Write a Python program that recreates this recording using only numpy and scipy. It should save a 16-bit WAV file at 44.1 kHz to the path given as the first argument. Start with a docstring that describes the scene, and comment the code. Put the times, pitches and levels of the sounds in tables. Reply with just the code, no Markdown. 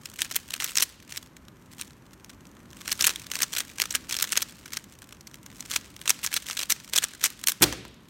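"""In a small room, a plastic puzzle cube is twisted fast close to a phone, then dropped on the table.
Turning layers scrape by stick-slip, and their hollow pieces rattle and snap home as decaying modes and crackle;
between turns loose pieces tick in the hands. The landing is a burst of clatter over the boom of the table top.
Filtered noise gives a low rumble with a faint hiss, and noise bands that follow the energy give the echo."""
import sys
import numpy as np
from scipy import signal
from scipy.fft import rfft, irfft, next_fast_len
from scipy.io import wavfile
from scipy.ndimage import uniform_filter1d

SR = 44100
rng = np.random.default_rng(int(sys.argv[2]) if len(sys.argv) > 2 else 0)


def generate_wav(sig):
    """Save sig (samples, or channels by samples) to the path in sys.argv[1] as 16-bit PCM at SR."""
    pcm = np.round(np.clip(np.atleast_2d(sig).T, -1, 1) * 32767).astype(np.int16)
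    wavfile.write(sys.argv[1], SR, pcm)


N = 356769

# noise spectrum of the room's rumble and hiss: frequency_hz, relative_level_db (per Hz)
AIR_SPECTRUM = [(21, -68), (35, 3.5), (88, -1), (180, 0), (252, -0.5), (379, -7.5), (454, -13.5),
                (602, -12.5), (702, -18), (1000, -13.5), (2000, -20.5), (4920, -34.5), (6200, -30.5),
                (8870, -36.5), (10300, -37.5), (13400, -32.5), (16000, -63)]
# fingers rubbing as they shift their grip: time_s, relative_level_db
GRIP_LEVEL = [(0.0, -56), (0.7, -51), (0.98, -65), (1.2, -57), (1.4, -72), (1.66, -65), (1.86, -53),
              (1.93, -68), (2.68, -64.5), (2.86, -47.5), (3.25, -53), (4.66, -54.5), (4.86, -59.5),
              (5.42, -65.5), (5.6, -51.5), (5.96, -58), (6.45, -51.5), (7.55, -57.5), (7.7, -68)]
# quarter turns of a layer: start_s, length_s, rattle_level_db (typical knock, over 5 ms)
QUARTER_TURNS = [(0.186, .075, -35.5), (0.295, .08, -38.5), (0.509, 0.073, -43.5), (0.599, .055, -34),
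                 (0.656, .055, -35.5), (0.769, 0.058, -32.5), (1.094, 0.085, -42.5), (1.789, 0.038, -43.5),
                 (2.876, .055, -33), (2.992, .06, -32), (3.053, .06, -30), (3.313, 0.099, -34.5),
                 (3.413, 0.03, -34.5), (3.521, .09, -31.5), (3.80, 0.046, -36.5), (3.906, 0.066, -35),
                 (4.09, 0.081, -33.5), (4.191, .065, -33), (4.268, 0.09, -35.5), (4.357, .07, -37.5),
                 (4.719, 0.054, -40), (5.70, .07, -32), (6.075, 0.037, -34.5), (6.228, .045, -35.5),
                 (6.312, 0.065, -34), (6.462, .07, -34.5), (6.586, 0.049, -31), (6.695, 0.029, -29.5),
                 (6.931, 0.059, -28.5), (7.019, .03, -32.5), (7.228, 0.045, -28.5), (7.47, 0.027, -33)]
# clear knocks, as pieces catch or snap home: hit_s, level_db (over 5 ms), main_resonance_hz, chatter_ms
CLEAR_KNOCKS = [(0.0567, -31.5, 2510, 2.1), (0.1901, -31, 2100, 3.9), (0.2058, -31, 8700, 2.7),
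                (0.2188, -18, 2970, 0.45), (0.3113, -29, 1310, 6.7), (0.3572, -23.5, 11600, 5.9),
                (0.3627, -17, 15400, 3.9), (0.5063, -31.5, 3230, .3), (0.539, -24, 2800, .3),
                (0.6018, -26, 2900, 1.8), (0.608, -32, 1600, 2.1), (0.6438, -21, 14500, 1.2),
                (0.7555, -24.5, 5940, .8), (0.7691, -22.5, 8540, 2.2), (0.7727, -16, 5850, 2.5),
                (0.7836, -18.5, 5130, 0.91), (0.8062, -22, 5440, 1), (0.8228, -13, 10600, 10.4),
                (1.1229, -33, 2385, 1.2), (1.1706, -34, 12500, 1), (1.1746, -28, 3900, 1.7),
                (1.2276, -43, 1300, 1.7), (1.3666, -44, 1900, 3), (1.4834, -45.5, 1310, 0.67),
                (1.7965, -41.5, 1500, 5.6), (1.8125, -29, 11100, 0.23), (1.8204, -37.5, 2300, 1),
                (2.133, -47.5, 1600, 4), (2.2459, -43, 5450, 0.27), (2.295, -41, 1757, 9.1),
                (2.4691, -52, 7600, .6), (2.731, -44.5, 1710, 1), (2.8161, -40, 1300, .6),
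                (2.8785, -29, 1730, 1.9), (2.9178, -20, 5000, 3), (2.9264, -23.5, 11400, 1),
                (3.0096, -17.5, 5540, 1), (3.0234, -20, 7700, 2.1), (3.0428, -16, 3000, 0.36),
                (3.047, -17, 14700, 0.98), (3.0678, -12, 11100, 2.2), (3.0732, -16.5, 9300, 3.1),
                (3.1591, -29, 3220, 0.79), (3.2666, -38.5, 4130, 1.2), (3.3157, -28, 3050, .3),
                (3.3545, -24.5, 4440, 0.45), (3.4032, -29, 1260, 1.7), (3.42, -17, 15200, .8),
                (3.4304, -17, 5370, 4.6), (3.5649, -26, 3220, .5), (3.5853, -23.5, 12100, 1),
                (3.6042, -23.5, 3600, 2.2), (3.7839, -31, 1500, 2.2), (3.8, -20.5, 2070, 0.5),
                (3.8183, -16.5, 4770, 0.78), (3.855, -30, 1400, 3.1), (3.9063, -26.5, 6400, 3.1),
                (3.9502, -19, 2450, 1.2), (3.9545, -20, 8700, 0.53), (4.0983, -31, 2100, 2.3),
                (4.1237, -23, 5060, 5.2), (4.1667, -25, 5040, .6), (4.1883, -26, 4500, .3),
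                (4.2244, -15, 15600, 3.4), (4.3214, -21, 10000, 1.6), (4.3275, -22.5, 2700, 3.8),
                (4.3664, -25, 2350, 2.3), (4.3734, -14, 5470, 3.3), (4.42, -23.5, 14700, 0.46),
                (4.4241, -22.5, 6000, 3.9), (4.6576, -37.5, 1490, 6.2), (4.7344, -29.5, 4300, .3),
                (4.7704, -24.5, 1630, 3.6), (5.0198, -42.5, 1367, 1.1), (5.1246, -40, 1290, 3.7),
                (5.2088, -45.5, 5100, 1.4), (5.2712, -38.5, 4900, 3.5), (5.3429, -40.5, 1863, 0.84),
                (5.4626, -39.5, 1300, 1.33), (5.6062, -31, 5860, 0.22), (5.7605, -17, 2730, 4.2),
                (5.9646, -40, 3600, 0.41), (6.0151, -36, 3180, 0.18), (6.0565, -31.5, 1300, 9.1),
                (6.0774, -20, 3040, 1.7), (6.0951, -14.5, 8500, 2.3), (6.104, -12, 5570, 0.52),
                (6.2408, -23, 10000, 9.5), (6.2635, -22, 6240, 3.7), (6.3401, -20.5, 12700, 2.4),
                (6.3639, -18, 4130, 10.3), (6.5696, -24.5, 3400, 6.9), (6.703, -17, 15100, 1.8),
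                (6.7069, -21.5, 15100, 9.1), (6.7215, -16, 6070, 0.51), (6.9345, -26, 2100, 2.1),
                (6.9596, -15, 4300, 6.2), (6.9773, -18.5, 8100, 1.9), (6.9846, -14, 3400, 0.48),
                (7.0399, -19.5, 8040, 2), (7.2133, -35, 1910, 3.9), (7.2387, -13.5, 12300, 4.2),
                (7.2493, -20.5, 6170, 5.3), (7.2565, -19.5, 7900, 6), (7.3027, -36, 14700, .3),
                (7.4393, -28, 1600, .3), (7.472, -14.5, 12300, 1.1), (7.4843, -15, 10700, 1.5),
                (7.4917, -19, 14300, 10), (7.5196, -25, 11500, 0.69)]
# the cube lands and rocks to rest: hit_s, clatter_db (over 5 ms), main_resonance_hz, chatter_ms, thud_relative_db
LANDING_BLOWS = [(7.6103, -49, 1300, 3, -25.5), (7.617, -40, 1500, 1.1, -26),
                 (7.621, -10.5, 12000, 12, -19.5), (7.6272, -12, 3800, 5.8, -18),
                 (7.6329, -13.5, 9000, 3.2, -38), (7.6387, -13.5, 4600, 5, -24),
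                 (7.7258, -29, 1700, 1.4, -33.5), (7.734, -39.5, 5350, 1.7, -44),
                 (7.777, -56, 3600, 3, -44), (7.8514, -44.5, 3980, 2, -42.5)]
# modes of a hollow piece: nominal_hz, relative_level_db, t60_s
PIECE_MODES = [(1626, -8.5, 0.05), (2860, -12, 0.033), (3370, 2, 0.018), (4140, 1, 0.029),
               (5670, 14, 0.0051), (6250, 6, 0.018), (6900, 5, 0.0086), (8690, 3, 0.011), (9320, -7, 0.043),
               (11870, 12.5, 0.0078), (13000, -5, 0.0066), (12960, -5, 0.053)]
# radiation colour of the plastic shell: frequency_hz, relative_level_db
SHELL_COLOUR = [(100, -31), (350, -14), (700, -15), (1150, -7), (1700, -2.5), (3000, -1.5), (4850, -4),
                (6000, -2), (8600, -2.5), (10400, -10), (11800, -8.5), (15500, -12)]
# modes of the table top: nominal_hz, relative_level_db, t60_s
TABLE_MODES = [(63.3, -6, 0.46), (118, -4.5, 0.59), (151.4, -2, 0.17), (238, -14, 0.14),
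               (296.6, -3.5, 0.27), (346, 6, 0.067), (510, -10.5, 0.18), (767, -9.5, 0.22)]
# colour of the table's dull knock: frequency_hz, relative_level_db
THUMP_COLOUR = [(50, -25), (140, 7), (340, 3.5), (600, -2), (1200, -0.5), (2500, -9), (8000, -42)]
# room echo by band: centre_hz, relative_level_db, t60_s
ECHO_BANDS = [(121, 5, 0.83), (325, 6, 0.76), (774, -1, 0.22), (1510, -0.5, 0.59), (3180, -3, 0.82),
              (6120, -5, 0.51), (10000, -8.5, 0.39), (16000, -5, 0.19)]

RUMBLE_DB = -52.5  # level around which the background wanders
TOP_HZ = 15900  # upper limit of the phone
LEAD_SAMPLES = 400  # faint noise before a knock
# a turning layer: its scrape against its rattle, and how fast the scrape starts and stops
SCRAPE_DB, SCRAPE_RISE_DB_PER_S, SCRAPE_FALL_DB_PER_S = -7.5, 1600, 703
# light knocks in a turn: typical main resonance, its spread and typical chatter length
LIGHT_HZ, LIGHT_SPREAD_OCTAVES, LIGHT_CHATTER_MS = 2710, 1.0, 0.55


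def undb(db):
    """Decibel law: level to amplitude gain."""
    return 10 ** (np.asarray(db) / 20)


def unit(x):
    """Energy normalisation: scale the sum of squares to 1."""
    return x / np.sqrt(np.sum(x ** 2) + 1e-18)


def add(track, s, sound):
    """Superposition: mix a sound into a track at time s."""
    i = int(np.clip(s * SR, 0, N - 1))
    track[i:i + len(sound)] += sound[:N - i]


def log_frequency(size):
    """Logarithmic frequency axis of a spectrum, from 1 Hz upward."""
    return np.log(np.maximum(np.fft.rfftfreq(size, 1 / SR), 1))


def colour(points, size):
    """Minimum phase: a causal frequency response through (Hz, dB) points, by folding the cepstrum."""
    hz, db = np.transpose(points)
    log_gain = np.log(undb(np.interp(log_frequency(size), np.log(hz), db)))
    cepstrum = irfft(log_gain, size)
    cepstrum[1:size // 2] *= 2
    cepstrum[size // 2 + 1:] = 0
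    return np.exp(rfft(cepstrum))


def shape(x, points):
    """Linear filtering: give a long sound a colour."""
    size = next_fast_len(N + N // 8)
    return irfft(rfft(x, size) * colour(points, size), size)[:N]


def fade(t, t60):
    """Exponential free decay: 60 dB in t60 seconds."""
    return np.exp(-np.log(1000) * t / t60)


def background(wander_db=1.64, count=17):
    """Filtered noise: a low room rumble with a faint hiss, at a slowly wandering level."""
    wander = np.interp(np.arange(N), np.linspace(0, N, count), rng.standard_normal(count))
    noise = unit(shape(rng.standard_normal(N), AIR_SPECTRUM)) * np.sqrt(N)
    return noise * undb(RUMBLE_DB + wander_db * wander)


def sliding_db(grip_db):
    """Sliding friction: the level rises at each turn, holds as the layer moves and falls back to the grip's."""
    t = np.arange(N) / SR
    level = np.interp(t, *np.transpose(GRIP_LEVEL)) + grip_db
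    for start, length, db in QUARTER_TURNS:
        rise_db = SCRAPE_RISE_DB_PER_S * (t - start)
        fall_db = SCRAPE_FALL_DB_PER_S * (start + length - t)
        ramp_db = np.minimum(rise_db, fall_db)
        level = np.maximum(level, db + SCRAPE_DB + np.minimum(ramp_db, 0))
    return level


def scrape(slide_db, tilt_db, gain_db, slips_per_s=70, crowding=0.96, spread_db=5.5, slip_t60=0.016, size=1024):
    """Stick-slip: faces catch and let go, as lone ticks under a light grip and a dense crackle in a turn."""
    density = undb(crowding * (slide_db - np.mean(slide_db)))
    slip_size = undb(spread_db * np.minimum(rng.exponential(size=N), 3))
    happens = rng.random(N) < density * slips_per_s / SR
    # denser slips are weaker, so that crowding alone leaves the mean power unchanged
    slips = happens * slip_size ** 2 / density
    decay = fade(np.arange(size) / SR, slip_t60)
    power = np.abs(signal.fftconvolve(slips, decay ** 2)[:N])
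    power = power + .12 * np.mean(power)  # a soft rub joins the slips
    envelope = np.sqrt(uniform_filter1d(power, size=40))
    tilted = [(hz, level + tilt_db * np.log2(hz)) for hz, level in SHELL_COLOUR]  # tilt in dB per octave
    grains = unit(shape(envelope * rng.standard_normal(N), tilted)) * np.sqrt(N)
    return grains * undb(gain_db + slide_db)


def ring(modes, t, detune, scatter_db):
    """Modal superposition: decaying sines whose pitch and level vary a little from blow to blow."""
    hz, db, t60 = np.transpose(modes)[:, :, None]
    shift, strength = rng.standard_normal((2, len(modes), 1))
    amplitude = undb(db + scatter_db * strength) * fade(t, t60)
    return np.sum(amplitude * np.sin(2 * np.pi * hz * (1 + detune * shift) * t), axis=0)


def voicing(hz, size, peak_db=6, width_octaves=0.26, hardness_db=0.8):
    """Contact stiffness: one resonance is favoured, and a hard, high contact is brighter than a soft, low one."""
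    octaves = np.log2(np.clip(np.fft.rfftfreq(size, 1 / SR), 1000, 15000) / hz)
    pitch = np.log2(hz / 4000)  # octaves from a neutral contact
    peak = peak_db * np.exp(-(octaves / width_octaves) ** 2 / 2)
    return undb(peak + hardness_db * pitch * octaves)


def knock(db, hz, chatter_ms, shell, crack_t60=0.0092, linger_db=-28, linger_t60=0.051, ring_db=-8,
          bounce_db=-2, bounces_per_ms=2.2, lead_db=-16, lead_t60=0.025, size=2048):
    """Repeated impact: a piece hits its neighbour and chatters; each contact crackles and rings the hollow shell."""
    t = np.arange(size // 2) / SR
    bounces = rng.random(len(t)) < bounces_per_ms * 1000 / SR
    dying = np.exp(-(t * 1000 / max(chatter_ms, .1)) ** 2)
    blows = bounces * rng.standard_normal(len(t)) * undb(bounce_db) * dying
    blows[0] = 1
    # every contact dies at once, while early reflections from the hands and table linger more softly
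    decay = fade(t, crack_t60) + undb(linger_db) * fade(t, linger_t60)
    power = signal.fftconvolve(blows ** 2, decay ** 2)[:len(t)]
    crack = np.sqrt(np.abs(power)) * rng.standard_normal(len(t))
    # a faint noise swells just before each knock; differencing makes it thinner
    swell = undb(lead_db) * fade(t[:LEAD_SAMPLES], lead_t60)[::-1]
    lead = swell * np.diff(rng.standard_normal(LEAD_SAMPLES + 1))
    crackle = unit(np.concatenate([lead, crack]))
    modes = unit(signal.fftconvolve(blows, ring(PIECE_MODES, t, detune=0.038, scatter_db=2))[:len(t)])
    contact = crackle + undb(ring_db) * np.pad(modes, (LEAD_SAMPLES, 0))
    sound = irfft(rfft(contact, size) * shell * voicing(hz, size))
    return unit(sound) * undb(db) * np.sqrt(.005 * SR)  # level referred to 5 ms


def clatter(rows, size=2048):
    """Superposed impacts: a run of knocks, each placed so that its hit falls on the stated time."""
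    out, shell = np.zeros(N), colour(SHELL_COLOUR, size)
    for s, db, hz, chatter_ms, *_ in rows:
        add(out, s - LEAD_SAMPLES / SR, knock(db, hz, chatter_ms, shell))
    return out


def light_knocks(times, db, scatter_db, hz, chatter_ms):
    """Random impacts: rows of light knocks that differ by chance in strength, resonance and chatter."""
    force, pitch, chatter = np.clip(rng.standard_normal((len(times), 3)), -1.7, 1.7).T
    resonance = np.clip(hz * 2 ** (LIGHT_SPREAD_OCTAVES * pitch), 1200, 15000)
    return list(zip(times, db + scatter_db * force, resonance, chatter_ms * 2 ** chatter))


def grip_ticks(tick_db=-52, follows_grip=0.91, scatter_db=4.5, tick_hz=1900, chatter_ms=1.0, count=180):
    """Loose coupling: pieces tick in the hands until the landing, louder when the fingers are busy."""
    s, grip_db = np.transpose(GRIP_LEVEL)
    times = LANDING_BLOWS[0][0] * (np.arange(count) + rng.random(count)) / count
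    db = tick_db + follows_grip * (np.interp(times, s, grip_db) - np.mean(grip_db))
    return clatter(light_knocks(times, db, scatter_db, tick_hz, chatter_ms))


def rattle(scatter_db=4.0, count=7):
    """Impact rate: each turn has the same number of bumps, so a quick turn rattles more densely."""
    rows = []
    for start, length, db in QUARTER_TURNS:
        times = start + length * (np.arange(count) + rng.random(count)) / count
        rows += light_knocks(times, db, scatter_db, LIGHT_HZ, LIGHT_CHATTER_MS)
    return clatter(rows)


def room(x, build_s=0.0013):
    """Diffuse reverberation: each band stores the sound's energy and lets it die at its own rate."""
    t = np.arange(int(.8 * SR)) / SR
    size = next_fast_len(N)
    sound, noise = rfft(x, size), rfft(rng.standard_normal(size))
    log_hz, centres = log_frequency(size), np.log(np.array(ECHO_BANDS)[:, 0])
    out = 0
    for (_, db, t60), peak in zip(ECHO_BANDS, np.eye(len(ECHO_BANDS))):
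        band = np.interp(log_hz, centres, peak)  # triangular bands that overlap
        decay = unit(fade(t, t60) * (1 - np.exp(-t / build_s)))
        band_sound = irfft(sound * band, size)[:N]
        energy = signal.fftconvolve(band_sound ** 2, decay ** 2)[:N]
        band_noise = unit(irfft(noise * band, size)[:N])
        out = out + undb(db) * np.sqrt(np.abs(energy) * N) * band_noise
    return out


def thuds(ring_db=-9.5, thump_db=8.0, thump_t60=0.082):
    """Plate excitation: each landing blow gives a dull noise knock and sets the table's modes booming briefly."""
    booms, pushes, t = np.zeros(N), np.zeros(N), np.arange(SR // 2) / SR
    for s, *_, db in LANDING_BLOWS:
        boom = ring(TABLE_MODES, t, detune=.008, scatter_db=1)
        add(booms, s, undb(db + ring_db) * boom)
        push = fade(t, thump_t60) * rng.standard_normal(len(t))
        add(pushes, s, undb(db + thump_db) * push)
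    return booms + shape(pushes, THUMP_COLOUR)


def scene(turn_room_db=-18.0, land_room_db=-10.5, thud_room_db=-17):
    """Direct and reverberant sound: turns have little echo; the loud landing has a stronger echo tail."""
    faces = scrape(sliding_db(grip_db=-1), tilt_db=-2.5, gain_db=-3.0)  # flat faces rub dully, mostly during turns
    edges = scrape(sliding_db(grip_db=5.0), tilt_db=1.5, gain_db=-5.0)  # edges and fingertips rub brightly
    turning = faces + edges + grip_ticks() + clatter(CLEAR_KNOCKS) + rattle()
    landing, table = clatter(LANDING_BLOWS), thuds()
    echo = room(undb(turn_room_db) * turning + undb(land_room_db) * landing + undb(thud_room_db) * table)
    return (background() + turning + landing + table + echo)[None]


def record(dry, ceiling=1.0, low_cut_hz=50):
    """Band limiting and saturation: the phone drops deep bass, rounds the sharpest peaks and cuts the top."""
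    high_pass = signal.butter(4, low_cut_hz, "high", fs=SR, output="sos")
    low_pass = signal.ellip(10, .2, 70, TOP_HZ, fs=SR, output="sos")  # 0.2 dB ripple, 70 dB rejection
    heard = signal.sosfilt(high_pass, dry)
    rounded = ceiling * np.tanh(heard / ceiling)
    return signal.sosfilt(low_pass, rounded)


dry = scene()
out = record(dry)
generate_wav(out)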